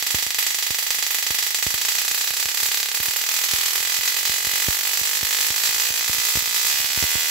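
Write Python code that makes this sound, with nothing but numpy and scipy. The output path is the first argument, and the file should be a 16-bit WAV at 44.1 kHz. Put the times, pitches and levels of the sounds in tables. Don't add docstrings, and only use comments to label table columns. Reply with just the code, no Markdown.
import sys
import numpy as np
from scipy import signal
from scipy.fft import rfft, irfft, next_fast_len
from scipy.io import wavfile

SR = 44100
rng = np.random.default_rng(int(sys.argv[2]) if len(sys.argv) > 2 else 0)


def level_to_linear(level):
    exponent = np.asarray(level, float) / 20
    return 10 ** exponent


def int16_out(signal):
    q = np.round(np.clip(np.atleast_2d(signal).T, -1, 1) * 32767)
    wavfile.write(sys.argv[1], SR, q.astype(np.int16))


N = 321926
SIZE = next_fast_len(N)
HZ = np.fft.rfftfreq(SIZE, 1 / SR)
SOUND_M_S = 343

# f/Hz, level/dB
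RUMBLE_SPECTRUM = [(30, -17), (50, 2), (100, -21), (200, 10), (400, 12), (2000, -18)]
# rate reached/(sparks/s), sparks while turning, slowing of the hand, sparks held
DIAL_TURNS = [(25, 0, 1, 40), (31, 8, 1.1, 11), (35, 7, 2, 17), (40, 9, 1.4, 6), (41, 0, 1, 16),
              (45, 9, 1.2, 6), (46, 0, 1, 22), (48, 2, 1, 4), (47, 0, 1, 2), (51, 14, 1.4, 22),
              (55, 10, 1.5, 3), (58, 15, 1.4, 40), (68, 0, 1, 19), (78, 0, 1, 26)]
# t/s, left level/dB, right level/dB
AMPLIFIER_KICKS = [(.026, -60, -36), (.146, -21, -18), (.266, -41, -31), (.706, -64, -21.5), (1.306, -29, -26),
                   (1.666, -20, -22.5), (1.742, -28, -36), (2.457, -29, -47), (2.63, -40, -34),
                   (3.002, -30.5, -28.5), (3.084, -31, -35), (3.536, -21.5, -32), (3.804, -46, -34),
                   (3.989, -34, -43), (4.296, -28, -32), (4.47, -33, -27), (4.685, -21, -12),
                   (5.014, -35, -29), (5.23, -23, -28), (5.505, -38, -24.5), (5.905, -42, -27.5),
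                   (6.096, -49, -20), (6.182, -37, -35), (6.355, -20, -26), (6.372, -24, -19.5),
                   (6.8, -33, -39), (6.975, -19, -41), (7.026, -41, -15), (7.039, -23, -20),
                   (7.155, -51, -16.5),
                   (.066, -51, -44), (.186, -50, -38), (.226, -45, -41), (.986, -52, -42), (2.113, -39, -42),
               (2.209, -47, -61), (2.306, -36, -51), (2.687, -36, -60), (2.945, -40, -50),
               (3.414, -42, -51), (3.585, -37, -49), (3.874, -44, -46), (4.34, -53, -38), (4.448, -55, -33),
               (4.535, -40, -36), (5.691, -35, -43), (5.763, -46, -39), (5.852, -52, -43), (6.01, -47, -40),
               (6.148, -43, -37), (6.424, -52, -33), (6.476, -49, -35), (6.648, -41, -44),
               (6.742, -43, -39), (6.845, -49, -32), (6.903, -51, -39), (7.18, -44, -36)]
# t/s, level/dB
USUAL_STRENGTH = [(0, .5), (.3, -1), (.65, -.5), (1.3, 1), (2, 0), (2.5, 0), (3, -0.5), (3.7, -.5),
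                  (4.5, -1.5), (5.2, 0), (5.7, -1), (6.1, -1.5), (6.45, -1.5), (6.65, 0), (6.9, -2.5),
                  (7.3, -2)]
# t/s, crack
# level/dB, echo level/dB
UNUSUAL_STREAMERS = [(0.386, 8, 6), (0.466, 5, 3.5), (0.906, 11, 3), (1.026, 8, 1.5), (1.626, 25, 2),
                     (2.659, 3, 3), (2.744, 3, 0.5), (3.162, 11, 2.5), (3.289, 4, 1.5), (3.438, 2, 3),
                     (3.755, 7, 4), (4.078, 11, 3), (4.253, 1.4, 3.7), (4.557, 9, 3), (4.622, 2, 4.1),
                     (4.706, 6, 2.5), (4.934, 3, 2.5), (4.974, 7, 0.5), (5.348, 8, -1.5), (5.387, 16, -1),
                     (5.407, 2, 3), (5.636, 10, 3.5), (5.655, 11, 2), (5.673, 2.2, 1), (5.799, 6, 3.5),
                     (6.251, 10, 2.5), (6.286, 6, 4.2), (6.338, 1.2, 0), (6.648, 5, 1), (7.116, 10, -2),
                     (1.506, -7, -2.5), (1.586, -4, -1.5), (2.516, -11, -6), (2.687, -2, -6),
                     (3.002, -3, -0.5), (3.136, -2.0, -4), (3.188, -11, -2), (3.239, 3, -4),
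                     (3.264, -2.9, -1.5), (3.463, -4.4, -7), (3.989, -7, -11), (4.1, -1.6, -3),
                     (4.209, -6, -5), (4.405, -1, -2), (4.427, -3.2, -2.5), (4.769, 2, -2),
                     (4.811, 1, -3.7), (5.014, -11, -7), (5.191, -3, -8), (5.524, -5.0, -4), (6.01, 1, -2),
                     (6.062, -3, -3.1), (6.096, 0.3, -4.2), (6.114, -1, -2.9), (6.407, 3, -8),
                     (6.424, -1, -3), (6.493, -8, -3.1), (6.874, -14, -14), (6.933, 3, -5),
                     (7.27, -3.0, -4)]
# delay/ms, signed gain/1
NEAR_ECHOES = [
    [(2.38, 0.48), (3.17, -0.86), (3.51, 1), (3.81, -1.01), (5.4, -0.44), (6.39, 0.58), (6.87, -0.9), (7.66, -0.067), (12.34, -0.53), (24.26, 0.38)],
    [(2.38, 1.28), (3.2, -0.31), (3.47, 0.73), (3.79, -0.54), (5.56, 0.33), (6.78, 0.87), (7.51, 0.25), (7.98, 0.27), (11.88, 0.3), (19.91, 0.22)],
]
# level/dB, t60/s
TAIL_BANDS = [(-24, 0.19), (-13, 0.58), (-14.5, 0.22)]
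TAIL_SPLITS = (2070, 7700)
# f/Hz, level/dB (per Hz)
SPARK_COLOUR = [(90, -31), (250, -26), (500, -13), (800, -10), (1100, -12), (1700, -4.5), (3000, -5),
                (5000, -5), (7600, -5), (8700, -14), (10200, -10.5), (12000, -5.5), (14500, -8.5),
                (16200, -6.5)]
# f/Hz, level/dB
SIDE_BALANCE = [(60, 18), (180, 2), (550, -2), (1650, -5.5), (4970, -2.5), (15000, -6)]
# f/Hz, width/Hz, level/dB
STANDING_WAVES = [(466, 55, 4), (544, 89, -2.5), (800, 240, 1), (917, 120, -1.5), (1120, 240, 1),
                  (1790, 185, -2.5), (2000, 147, 3.5), (2380, 170, -3.5), (2486, 98, 4.5), (2900, 68, 0.5),
                  (4320, 120, 2.5), (4710, 180, 2), (5880, 64, 5.5), (7900, 360, 3.5)]


def evened(x):
    return x / np.sqrt(np.mean(x ** 2))


def read(points, hz):
    f, value = np.transpose(points)
    return np.interp(np.log(hz + 1), np.log(f + 1), value)


def rumble(level_db=-63):
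    a, b = rng.standard_normal((2, SIZE))
    spectrum = rfft([a + .5 * b, a - .5 * b]) * level_to_linear(read(RUMBLE_SPECTRUM, HZ))
    return level_to_linear(level_db) * evened(irfft(spectrum, SIZE)[:, :N])


def firings(first_s=.065744, clock=1.00006, pause_s=6.87e-6, earlier=14):
    before = DIAL_TURNS[0][0]
    rates = [before] * earlier
    for rate, turning, slowing, held in DIAL_TURNS:
        way = (np.arange(turning) + .5) / max(turning, 1)
        steps = np.floor((rate - before - 1) * way ** (1 / slowing))
        rates += list(before + 1 + steps) + [rate] * held
        before = rate
    periods_s = clock / np.r_[rates, before] + pause_s
    spark_s = np.cumsum(np.r_[0, periods_s])
    return spark_s - spark_s[earlier] + first_s


def nearest(spark_s, rows):
    return abs(spark_s[:, None] - np.array(rows)[:, 0]).argmin(0)


def kicks(spark_s, cut_hz=64.0, soft_hz=1230.0, boost_db=3.5, faint_db=-59.5, faint_spread_db=5.5):
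    level_db = faint_db + faint_spread_db * rng.standard_normal((len(spark_s), 2))
    known = AMPLIFIER_KICKS
    level_db[nearest(spark_s, known)] = np.array(known)[:, 1:]
    at = np.round(spark_s * SR).astype(int)
    heard = (at >= 0) & (at < N)
    drops = np.zeros((2, N))
    drops[:, at[heard]] = -level_to_linear(level_db[heard].T + boost_db)
    rest_point = np.cumsum(drops, axis=1)
    low_cut = signal.butter(4, cut_hz, "highpass", fs=SR, output="sos")
    softening = signal.butter(1, soft_hz, fs=SR, output="sos")
    return signal.sosfilt(np.r_[low_cut, softening], rest_point)


def surfaces(count, first_ms=9, last_ms=32, wall_gain=0.24, fade_db_per_ms=-0.0542):
    place, sign = rng.random((2, 2, count))
    delay_ms = first_ms + (last_ms - first_ms) * (np.arange(count) + place) / count
    gain = wall_gain * np.sign(sign - .5) * level_to_linear(fade_db_per_ms * (delay_ms - first_ms))
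    return [np.r_[near, np.c_[ms, g]] for near, ms, g in zip(NEAR_ECHOES, delay_ms, gain)]


def headings(count):
    v = rng.standard_normal((count, 3))
    return v / np.linalg.norm(v, axis=1, keepdims=True)


def streamers(count, reach_m=.02, uneven_db=1.5):
    draws = rng.standard_normal((count, 10, 4))
    forks_m = reach_m * np.linspace(.25, 1.8, num=10)[:, None] * draws[..., :3]
    share = level_to_linear(uneven_db * draws[..., 3])
    return forks_m, share / np.linalg.norm(share, axis=1, keepdims=True)


def in_step(forks_m, share):
    hz = np.linspace(0, SR / 2, num=64)
    waves = share[..., None, None] * np.exp(2j * np.pi * hz * forks_m[..., None] / SOUND_M_S)
    power = (abs(waves.sum(1)) ** 2).mean((0, 1))
    return np.interp(HZ, hz, np.sqrt(power))


def arrivals(spark_s, gain, forks_m, share, delay_s, heading, path_gains):
    at_s = spark_s[:, None, None] + delay_s + forks_m @ heading.T / SOUND_M_S
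    at = np.clip(np.round(at_s * SR).astype(int) + 1, 0, N + 1).ravel()
    strength = gain[:, None, None] * share[:, :, None]
    return [rfft(np.bincount(at, (strength * g).ravel(), N + 2)[1:N + 1], SIZE) for g in path_gains]


def sparks(spark_s, level_db=-19.5, ports_m=.1, echo_db=-3.5, scattered=0.075, usual_spread_db=1.65,
           count=1500):
    forks_m, share = streamers(len(spark_s))
    crack_db, wet_db = usual_spread_db * rng.standard_normal((len(spark_s), 2)).T
    unusual = UNUSUAL_STREAMERS
    odd = nearest(spark_s, unusual)
    crack_db[odd], wet_db[odd] = np.array(unusual)[:, 1:].T
    crack_db = 4.5 * np.tanh(crack_db / 4.5)
    usual_db = np.interp(spark_s, *np.transpose(USUAL_STRENGTH))
    crack, wet = level_to_linear(usual_db + crack_db), level_to_linear(usual_db + wet_db)

    late_s = .002 + (np.arange(count) + rng.random(count)) / 5000
    late_way, sign = headings(count), rng.choice([-1., 1.], count)
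    walls = surfaces(count=14)
    near_way = headings(len(walls[0]))
    above_bass, treble = (1 / (1 + (f / (HZ + 1)) ** 2) for f in TAIL_SPLITS)
    bands = 1 - above_bass, above_bass - treble, treble
    colour_db = read(SPARK_COLOUR, HZ)
    for hz, width, db in STANDING_WAVES:
        colour_db = colour_db + db / (1 + (2 * (HZ - hz) / width) ** 2)

    out = []
    for side, echoes in zip((1, -1), walls):
        delay_ms, gain = np.transpose(echoes)
        toward = np.array([[.14 * side, .8, .15]])
        z, = arrivals(spark_s, crack, forks_m, share, np.zeros(1), toward, [1])
        near, = arrivals(spark_s, wet, forks_m, share, delay_ms / 1000, near_way, [gain * level_to_linear(echo_db)])
        z += near * (1 - scattered * treble)

        delay_s = late_s + side * ports_m / 2 * late_way[:, 0] / SOUND_M_S
        onset = np.minimum(late_s / 0.0018, 1)
        facing = sign * level_to_linear(side * 1.9 * late_way[:, 0]) * onset
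        dying = [facing * level_to_linear(db - 60 * late_s / t60) for db, t60 in TAIL_BANDS]
        tails = arrivals(spark_s, wet, forks_m, share, delay_s, late_way, dying)
        z += sum(band * tail for band, tail in zip(bands, tails))

        side_db = side * read(SIDE_BALANCE, HZ) / 2
        z *= 1j * level_to_linear(colour_db + side_db) / in_step(forks_m, share)
        out.append(irfft(z, SIZE)[:N])
    return level_to_linear(level_db) * evened(np.array(out))


def scene():
    spark_s = firings()
    return sparks(spark_s) + kicks(spark_s) + rumble()


def low_pass(x):
    return signal.sosfilt(signal.butter(12, 17030, fs=SR, output="sos"), x)


def record(dry):
    limited = .85 * np.tanh(dry / .85)
    edge = signal.firwin(1023, 15760, window=("kaiser", 7), fs=SR)
    finished = signal.oaconvolve(limited, edge[None], "same")
    return low_pass(finished)


dry = scene()
out = record(dry)
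int16_out(out)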